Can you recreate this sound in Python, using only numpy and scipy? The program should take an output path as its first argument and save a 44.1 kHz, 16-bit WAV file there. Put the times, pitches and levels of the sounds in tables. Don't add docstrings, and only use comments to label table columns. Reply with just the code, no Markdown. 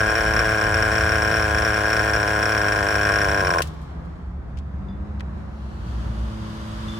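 import sys
import numpy as np
from scipy import signal
from scipy.fft import rfft, irfft, next_fast_len
from scipy.io import wavfile
from scipy.ndimage import uniform_filter1d, map_coordinates

SR = 44100
rng = np.random.default_rng(int(sys.argv[2]) if len(sys.argv) > 2 else 0)


def gain_from_db(level_db):
    decades = np.asarray(level_db, float) / 20
    return 10 ** decades


def unload_wav(signal):
    wavfile.write(
        sys.argv[1],
        SR,
        np.round(np.clip(np.atleast_2d(signal).T, -1, 1) * 32767).astype(np.int16),
    )


N = 308259
T = np.arange(N) / SR
STALL_S = 3.618


def level(x, db):
    return x * gain_from_db(db) / np.sqrt(np.mean(x ** 2))


def noise(points, channels=1):
    hz, db = np.transpose(points)
    size = next_fast_len(N)
    f = np.fft.rfftfreq(size, 1 / SR) + 1
    shape = gain_from_db(np.interp(np.log(f), np.log(hz), db, left=-90, right=-90))
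    white = rng.standard_normal((channels, size))
    return level(irfft(rfft(white) * shape, size)[:, :N], 0)


def walk(rate_hz):
    k = int(SR / rate_hz)
    held = np.repeat(rng.standard_normal(N // k + 1), k)
    return 1.3 * uniform_filter1d(uniform_filter1d(held, k), k)[:N]


def strike(s, size, hz, t60_s):
    pole = 2j * np.pi * hz / SR - np.log(1000) / (t60_s * SR)
    at = np.clip(np.ceil(s * SR), 0, N - 1)
    x = np.zeros(N, complex)
    np.add.at(x, at.astype(int), size * np.exp(pole * (at - s * SR)))
    end = int(at.max() + 2 * t60_s * SR)
    x[:end] = signal.lfilter([1], [1, -np.exp(pole)], x[:end])
    return x


def pan(x, left_minus_right_db):
    return x * gain_from_db(np.array([[left_minus_right_db], [-left_minus_right_db]]) / 2)


def late(x, samples):
    return map_coordinates(x, [np.arange(N) - samples], order=1)


# time in seconds, speed in turns/s.
CRANK_SPEED = [
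    (0, 108),
    (2.55, 106),
    (2.8, 103),
    (3.39, 100),
    (3.44, 91),
    (3.62, 85),
]
# first burn in seconds, its ring in dB, spacing in turns, change in dB per burn.
BURN_RUNS = [(-.0216, -26, 3, 0), (.1541, -22, 3, -1.8), (.309, -26.5, 3, 2.5), (.4177, -29, 4, 2),
             (.5191, -25, 3, -2.5), (.6121, -21, 3, -3), (.7426, -19, 3, -7), (.8245, -20, 3, -6),
             (.9173, -23, 4, 2), (.9813, -23, 3, -1.4), (1.0924, -22, 3.3, -1.4), (1.2211, -22, 3, -4),
             (1.3138, -23, 3, -.7), (1.547, -23, 4, .7), (1.6497, -20, 3, -5), (1.7424, -24, 3.4, -2),
             (1.8651, -25, 4, 2), (1.9305, -18, 3.55, -2.2), (2.1353, -21, 3.45, -1.5),
             (2.2775, -21, 3, -2.5), (2.4284, -19, 3.3, -1), (2.6158, -24, 3.4, -2),
             (2.6838, -21, 3.8, -1.5), (2.8676, -24, 2, 0), (2.9546, -20, 3, -7), (3.0127, -25, 2, .4),
             (3.1198, -24, 2, 1), (3.1869, -22.5, 3.2, -.3), (3.4707, -23, 3, 1.5), (3.5849, -20, 4, 0)]


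def turns():
    scatter_db, stray_db, stray_share = 1.5, -30, .3
    kick, kick_kept, kick_slow_power = .055, .55, 3.0
    s, db, every, change_db = np.transpose(BURN_RUNS)
    speed_s, speed = np.transpose(CRANK_SPEED)
    edge = np.r_[s, STALL_S]
    span = np.diff(edge)
    turned = np.cumsum(np.interp(T + s[0], speed_s, speed)) / SR
    count = np.round(np.diff(np.interp(edge, T + s[0], turned))).astype(int)
    run = np.repeat(np.arange(len(s)), count)
    k = np.concatenate([np.arange(c) for c in count])
    nth = np.round(k / every[run])
    due = (np.round(nth * every[run]) == k) & (k < count[run] - 1)
    luck = rng.random(len(k))
    scatter = scatter_db * rng.standard_normal(len(k)) * (k > 0)
    ring_db = np.where(due, db[run] + nth * change_db[run], stray_db) + scatter
    steady = s[run] + span[run] * k / count[run]
    slow = speed[0] / np.interp(steady, speed_s, speed)
    burn = gain_from_db(ring_db + 23) * (due | (luck * slow ** 10 < stray_share))
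    push = signal.lfilter([1], [1, -kick_kept], burn)
    period = slow * (1 - kick * slow ** kick_slow_power * push)
    gone = np.cumsum(period) - period
    share = (gone - gone[k == 0][run]) / np.bincount(run, period)[run]
    return s[run] + span[run] * share, burn


# frequency in Hz, t60 in seconds, level in dB on a lean turn,
# level in dB on a hard burn, left minus right in dB, left lead in radians.
PIPE_MODES = [(375, 0.028, -30, -56, 7, 0.24), (483, 0.047, -23.5, -25, 3, 0.22),
              (575, 0.028, -17.5, -33, 0.5, 0.03), (670.6, 0.038, -22.5, -22, -1.5, 0.55),
              (1051.6, 0.04, -19.5, -27.5, 4.5, -1.54), (1159, 0.026, -80, -24, 6.5, 2),
              (1474, 0.046, -26, -32, 16.5, -0.05), (1545, 0.043, -25, -15.5, -1.5, -0.01),
              (1618, 0.057, -18.5, -19.5, 2.5, 0.56), (1806, 0.12, -35, -28.5, 8, 0.5),
              (2125, 0.022, -34, -32.5, -11.5, 3.5), (2375, 0.059, -38.5, -26.5, 3, 1.8),
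              (2507, 0.037, -48.5, -37.5, -9.5, 3.5), (3019, 0.13, -52, -53.5, 19, 0.1),
              (3325, 0.051, -40.5, -43, -1, -0.3), (5490, .021, -33.5, -18.5, 4.5, -0.25),
              (5180, 0.012, -30, -27, -3, 3.5), (3900, 0.054, -57.5, -61, -17, .3),
              (7890, 0.027, -43, -38, 12, -2.6)]


def pipe_and_shell(s, burn, slow, size_luck, start_luck):
    burn_lead_s, puff_lead_s, low_lead_s = .0001, .0013, .0009
    pressure = np.tanh(signal.lfilter([0, 1], [1, -.4], burn))
    early_s = .00035 * pressure + .00007 * slow ** 5 * size_luck
    shell = strike(s - burn_lead_s, gain_from_db(-23) * burn, 1360, 0.0015).imag
    lows = 0
    for hz, t60_s, lean_db, burn_db, pan_db, lead_rad in PIPE_MODES:
        low = hz < 900
        rough = min(hz / 1500, 1)
        own_size, own_start = hz / 2500 * rng.standard_normal((2, len(s)))
        scatter_db = 1.2 * rough * size_luck + 1.6 * own_size
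        fullness = slow ** np.interp(hz, [350, 500, 1050, 1510], [1.0, 0.0, 3.5, -2.5])
        soft = gain_from_db(lean_db + scatter_db) * np.clip(1 - 0.71 * burn, 0, 1) * fullness
        hard = gain_from_db(burn_db + scatter_db / 3) * burn ** np.clip(hz / 5500, .5, 1)
        start = s - (low_lead_s if low else puff_lead_s) + .00015 * rough * start_luck + .000025 * own_start
        start = start - early_s * (hz < 1300)
        hard_start = start if low else s - burn_lead_s
        ring = strike(np.r_[start, hard_start], np.r_[soft, hard], hz, t60_s)
        ring = ring - strike(start, soft, hz, 0.0014 + hz / 3400000.0)
        swell_t60_s = 0.0041 if hz > 4500 else .002 if low else 0.00088
        ring = ring - strike(hard_start, hard, hz, swell_t60_s)
        turned = ring * np.exp(.5j * lead_rad * np.array([[1], [-1]]))
        mode = pan(turned.imag, pan_db)
        if low:
            lows = lows + mode
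        else:
            shell = shell + mode
    lows = signal.sosfilt(signal.cheby1(6, 1, 290, "high", fs=SR, output="sos"), lows)
    return lows + signal.lfilter(*signal.butter(1, 500, "high", fs=SR), shell)


# frequency in Hz, t60 in seconds, level in dB.
CHASSIS_MODES = [(109.2, 0.051, -29), (213, 0.044, -35.5)]


def chassis_thump(s, size_luck):
    return -sum(strike(s, gain_from_db(db + 1.2 * size_luck), hz, t60_s).imag for hz, t60_s, db in CHASSIS_MODES)


# frequency in Hz, t60 in seconds, level in dB.
INTAKE_MODES = [(7430, 0.036, -45), (8300, 0.0022, -28.5), (9540, 0.0054, -46), (15000, .015, -54)]
# frequency in Hz, density in dB per Hz.
GAS_COLOUR = [(1100, 9), (1800, -13), (2600, -2), (3600, -10.5), (4400, -12.5), (6000, -10), (8000, -22.5),
              (9000, -23.5), (10400, -10), (11500, -22.5), (16500, -18.5)]


def gas(s, burn, start_luck):
    rings = 0
    for hz, t60_s, db in INTAKE_MODES:
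        size = gain_from_db(db + 2.5 * rng.standard_normal(len(s)))
        rings = rings + strike(s - .0028, size, hz, t60_s).imag
    intake = strike(s - .003, gain_from_db(1.7 * start_luck), 0, 0.022).real
    blast = strike(s - .0004, 0.47 * burn, 0, 0.13).real
    running = np.clip((STALL_S - T) / 0.022, 0, 1)
    flow = .5 * running + intake + blast
    shared = noise(GAS_COLOUR)[0] * gain_from_db(-40.0) * flow + rings
    apart = noise(GAS_COLOUR, channels=2) * gain_from_db(-39.5) * flow
    return pan(apart + np.array([late(shared, 0.98), shared]), 1.0)


# left delay in ms, right delay in ms, level in dB.
ECHOES = [
    (0.311, 0.78, -22),
    (1.296, 0.889, -13),
    (2.9, 3.6, -19.5),
]


def engine():
    s, burn = turns()
    slow = CRANK_SPEED[0][1] * np.gradient(s)
    size_luck, start_luck = rng.standard_normal((2, len(s)))
    out = pipe_and_shell(s, burn, slow, size_luck, start_luck)
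    out = out + chassis_thump(s, size_luck) + gas(s, burn, start_luck)
    echoes = 0
    for left_ms, right_ms, db in ECHOES:
        delayed = [late(c, ms * SR / 1000) for c, ms in zip(out, (left_ms, right_ms))]
        echoes = echoes + gain_from_db(db) * np.array(delayed)
    return out + echoes


# time in seconds, level in dB, centre in Hz, width in Hz,
# t60 in seconds, left minus right in dB.
SCUFFS = [(3.62, -19.5, 2980, 9200, 0.04, 3.5), (3.629, -42, 2950, 8760, 0.27, 2),
          (3.672, -44, 4942, 9107, 0.067, 0), (3.68, -64, 3700, 500, 0.74, 18),
          (3.735, -62, 5000, 12000, .2, 6), (3.815, -57, 3500, 9000, 0.16, 6),
          (4.05, -63, 4000, 9000, .1, 4), (4.572, -49.5, 2480, 4470, 0.084, 12),
          (4.587, -50.5, 3501, 4498, .05, 12), (5.1971, -40, 3503, 3960, 0.0054, 0),
          (5.2, -46, 2800, 3000, 0.035, 6), (5.206, -30, 1670, 1800, 0.026, 1),
          (5.2062, -44.5, 4498, 6000, 0.023, -2)]


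def scuffs():
    out = 0
    for s, db, hz, width_hz, t60_s, pan_db in SCUFFS:
        bottom_hz = max(hz - width_hz / 2, hz / 5) / 2
        colour = [(bottom_hz, -24), (hz, 0), (hz + width_hz, -12), (hz + 3 * width_hz, -40)]
        fade = strike(np.array([s]), gain_from_db(db), 0, t60_s).real
        out = out + pan(noise(colour, channels=2) * fade, pan_db)
    return out


# time in seconds, level in dB, third-mode gain in dB, fourth-mode gain in dB.
PINGS = [
    (4.886, -56.5, 4, -1),
    (4.898, -60, 10, -8),
    (6.884, -41.5, -14, 4),
    (6.895, -50, -12, 11),
    (6.943, -45, -14, -10),
]
# frequency in Hz, level in dB, t60 in seconds.
PING_MODES = [(3480, 1, 0.25), (3530, -1, 0.26), (4860, -11, .1), (6300, -7, .02)]


def pings():
    s, db, third_db, fourth_db = np.transpose(PINGS)
    out = 0
    for (hz, mode_db, t60_s), more_db in zip(PING_MODES, (0, 0, third_db, fourth_db)):
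        out = out + strike(s, gain_from_db(db + mode_db + more_db), hz, t60_s).imag
    return pan(out, 1.1)


def yard(x):
    t60_s, damp_hz, wet_db = 1.0, 3000, -34
    t = T[:SR]
    tail = rng.standard_normal((2, SR)) * gain_from_db(-60 * t / t60_s) * (t > .02)
    tail = signal.lfilter(*signal.butter(1, damp_hz, fs=SR), tail)
    tail = tail / np.sqrt(np.sum(tail ** 2) / 2)
    return gain_from_db(wet_db) * signal.fftconvolve(x, tail, axes=1)[:, :N]


def drone(s, hz, db, orders, wobble, flicker_db):
    speed_hz = np.interp(T, s, hz) * (1 + wobble * walk(20))
    phase = 2 * np.pi * np.cumsum(speed_hz) / SR
    tone = sum(gain_from_db(g + flicker_db * walk(14)) * np.sin(m * phase) for m, g in orders)
    return np.sqrt(2) * tone * gain_from_db(np.interp(T, s, db))


# time in seconds, second order in Hz, level in dB.
CAR_ENGINE = [(3.0, 143.5, -35), (3.27, 143.7, -38), (3.5, 153.9, -33.5), (3.54, 166.1, -38),
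              (3.61, 155.7, -37), (4.21, 173.1, -42.5), (4.32, 179.5, -47), (5.08, 207.0, -39),
              (5.52, 216.8, -44.5), (6.26, 219.0, -37.5), (6.93, 219.8, -36.5), (6.99, 224.6, -35.5)]
# multiple of the second order, level in dB.
CAR_ORDERS = [(.5, -4), (1.5, -11.5), (2, -23), (2.5, -19), (2.77, -20)]
# time in
# seconds, gain in dB.
HISS_GAIN = [
    (3.7, -4),
    (4.36, -14),
    (4.93, -13),
    (5.5, -7),
    (5.89, 0),
    (6.45, 5.5),
    (6.63, 5.5),
    (6.99, 9.5),
]
# time in seconds, ground-echo lag in ms, left port lag in samples.
CAR_PATH = [
    (4, 0.94, 6.13),
    (5.4, 0.726, 6),
    (6, 0.64, 14),
    (7, 0.6, 15),
]
# frequency in Hz, density in dB per Hz.
ROAR_COLOUR = [(150, -30), (250, -7), (321, -5.5), (434, -13), (665, -10), (1260, -14.5), (1900, -22.5),
               (5000, -53.5), (6500, -70), (11000, -120)]
# frequency in Hz, density in dB per Hz.
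HISS_COLOUR = [(470, -30), (800, -10.5), (1040, -0.5), (1880, -14.5), (3510, -14.5), (3790, -14.5),
               (11800, -34), (16000, -46)]


def car():
    near_db = np.interp(T, *np.transpose(HISS_GAIN))
    roar_db, hiss_db = -46.5 + 0.09 * near_db, -55.5 + near_db
    path_s, ground_ms, port_lag = np.transpose(CAR_PATH)
    ground_ms, port_lag = np.interp(T, path_s, ground_ms), np.interp(T, path_s, port_lag)
    roar = noise(ROAR_COLOUR, channels=2) * gain_from_db(roar_db + 2.0 + 1.15 * walk(9))
    hiss = [c + .24 * late(c, ground_ms * SR / 1000) for c in noise(HISS_COLOUR, channels=3)]
    hiss = np.array(hiss) * gain_from_db(hiss_db + 0.86 * walk(14))
    s, hz, db = np.transpose(CAR_ENGINE)
    orders_db = 1 + 0.31 * np.interp(np.maximum(s, 4.4), *np.transpose(HISS_GAIN))
    motor = drone(s, hz, db, [(0.99, 0.0083)], 0.0046, 1.35)
    motor = motor + drone(s, hz, db + orders_db, CAR_ORDERS, 0.00453, 1.4)
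    fade_in = np.clip((T - 2.9) / 0.36, 0, 1)
    direct = hiss[0] + noise(ROAR_COLOUR)[0] * gain_from_db(roar_db - 4.5) + motor * fade_in
    return roar + 2.02 * hiss[1:] + np.array([late(direct, port_lag), direct])


# time in seconds, firing note in Hz, level in dB.
LORRY_ENGINE = [(0.0, 99.4, -34), (0.06, 101.5, -31), (0.17, 110.2, -26.5), (0.37, 108.4, -38),
                (0.54, 101.9, -35), (0.66, 93.6, -38), (0.74, 89.6, -31), (1.48, 76.5, -29),
                (1.63, 69.2, -30.5), (1.93, 68.8, -35), (5.02, 68.5, -36.5), (5.59, 67.46, -33.5),
                (5.82, 60.5, -33.5), (6.09, 59, -25), (6.58, 60.64, -36.5), (6.64, 61.7, -46),
                (6.81, 63, -33), (6.99, 61, -50)]


def lorry():
    return drone(*np.transpose(LORRY_ENGINE), [(1, 0), (2, -15)], 0.015, 2.2)


# frequency in Hz, density in dB per Hz.
RUMBLE_COLOUR = [(29, -52), (50, 1), (83, -1), (118, -10), (191, -7.5), (248, -20.5), (327, -29),
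                 (400, -25.5), (520, -64), (880, -120)]
# frequency in Hz, density in dB per Hz.
DEEP_COLOUR = [(13, -41), (22, -20), (60, -3), (78, -4), (130, -120)]
# centre in seconds, level in dB, length in seconds.
DEEP_SWELLS = [
    (0.273, -32.5, 0.28),
    (1.03, -32, 0.28),
    (1.576, -31, 0.14),
    (3.1, -40, .3),
    (4.443, -34, 0.13),
    (4.79, -38, 0.097),
]


def town_rumble():
    low = noise(RUMBLE_COLOUR) + 0.27 * noise(RUMBLE_COLOUR, channels=2)
    low = low * gain_from_db(-34.5 + 2.0 * walk(7.9))
    swell = sum(gain_from_db(db) * np.exp(-((T - s) / length_s) ** 2) for s, db, length_s in DEEP_SWELLS)
    return low + noise(DEEP_COLOUR) * (gain_from_db(-43.5) + swell)


def scene():
    close = engine() + scuffs() + pings()
    return close + yard(close) + car() + lorry() + town_rumble()


def roll_off(x):
    return signal.sosfilt(signal.butter(12, 16930, fs=SR, output="sos"), x)


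def record(dry):
    rounded = np.tanh(1.135 * dry) / 1.127
    mix = signal.sosfilt(signal.butter(2, 36, "high", fs=SR, output="sos"), rounded)
    return roll_off(mix)


dry = scene()
out = record(dry)
unload_wav(out)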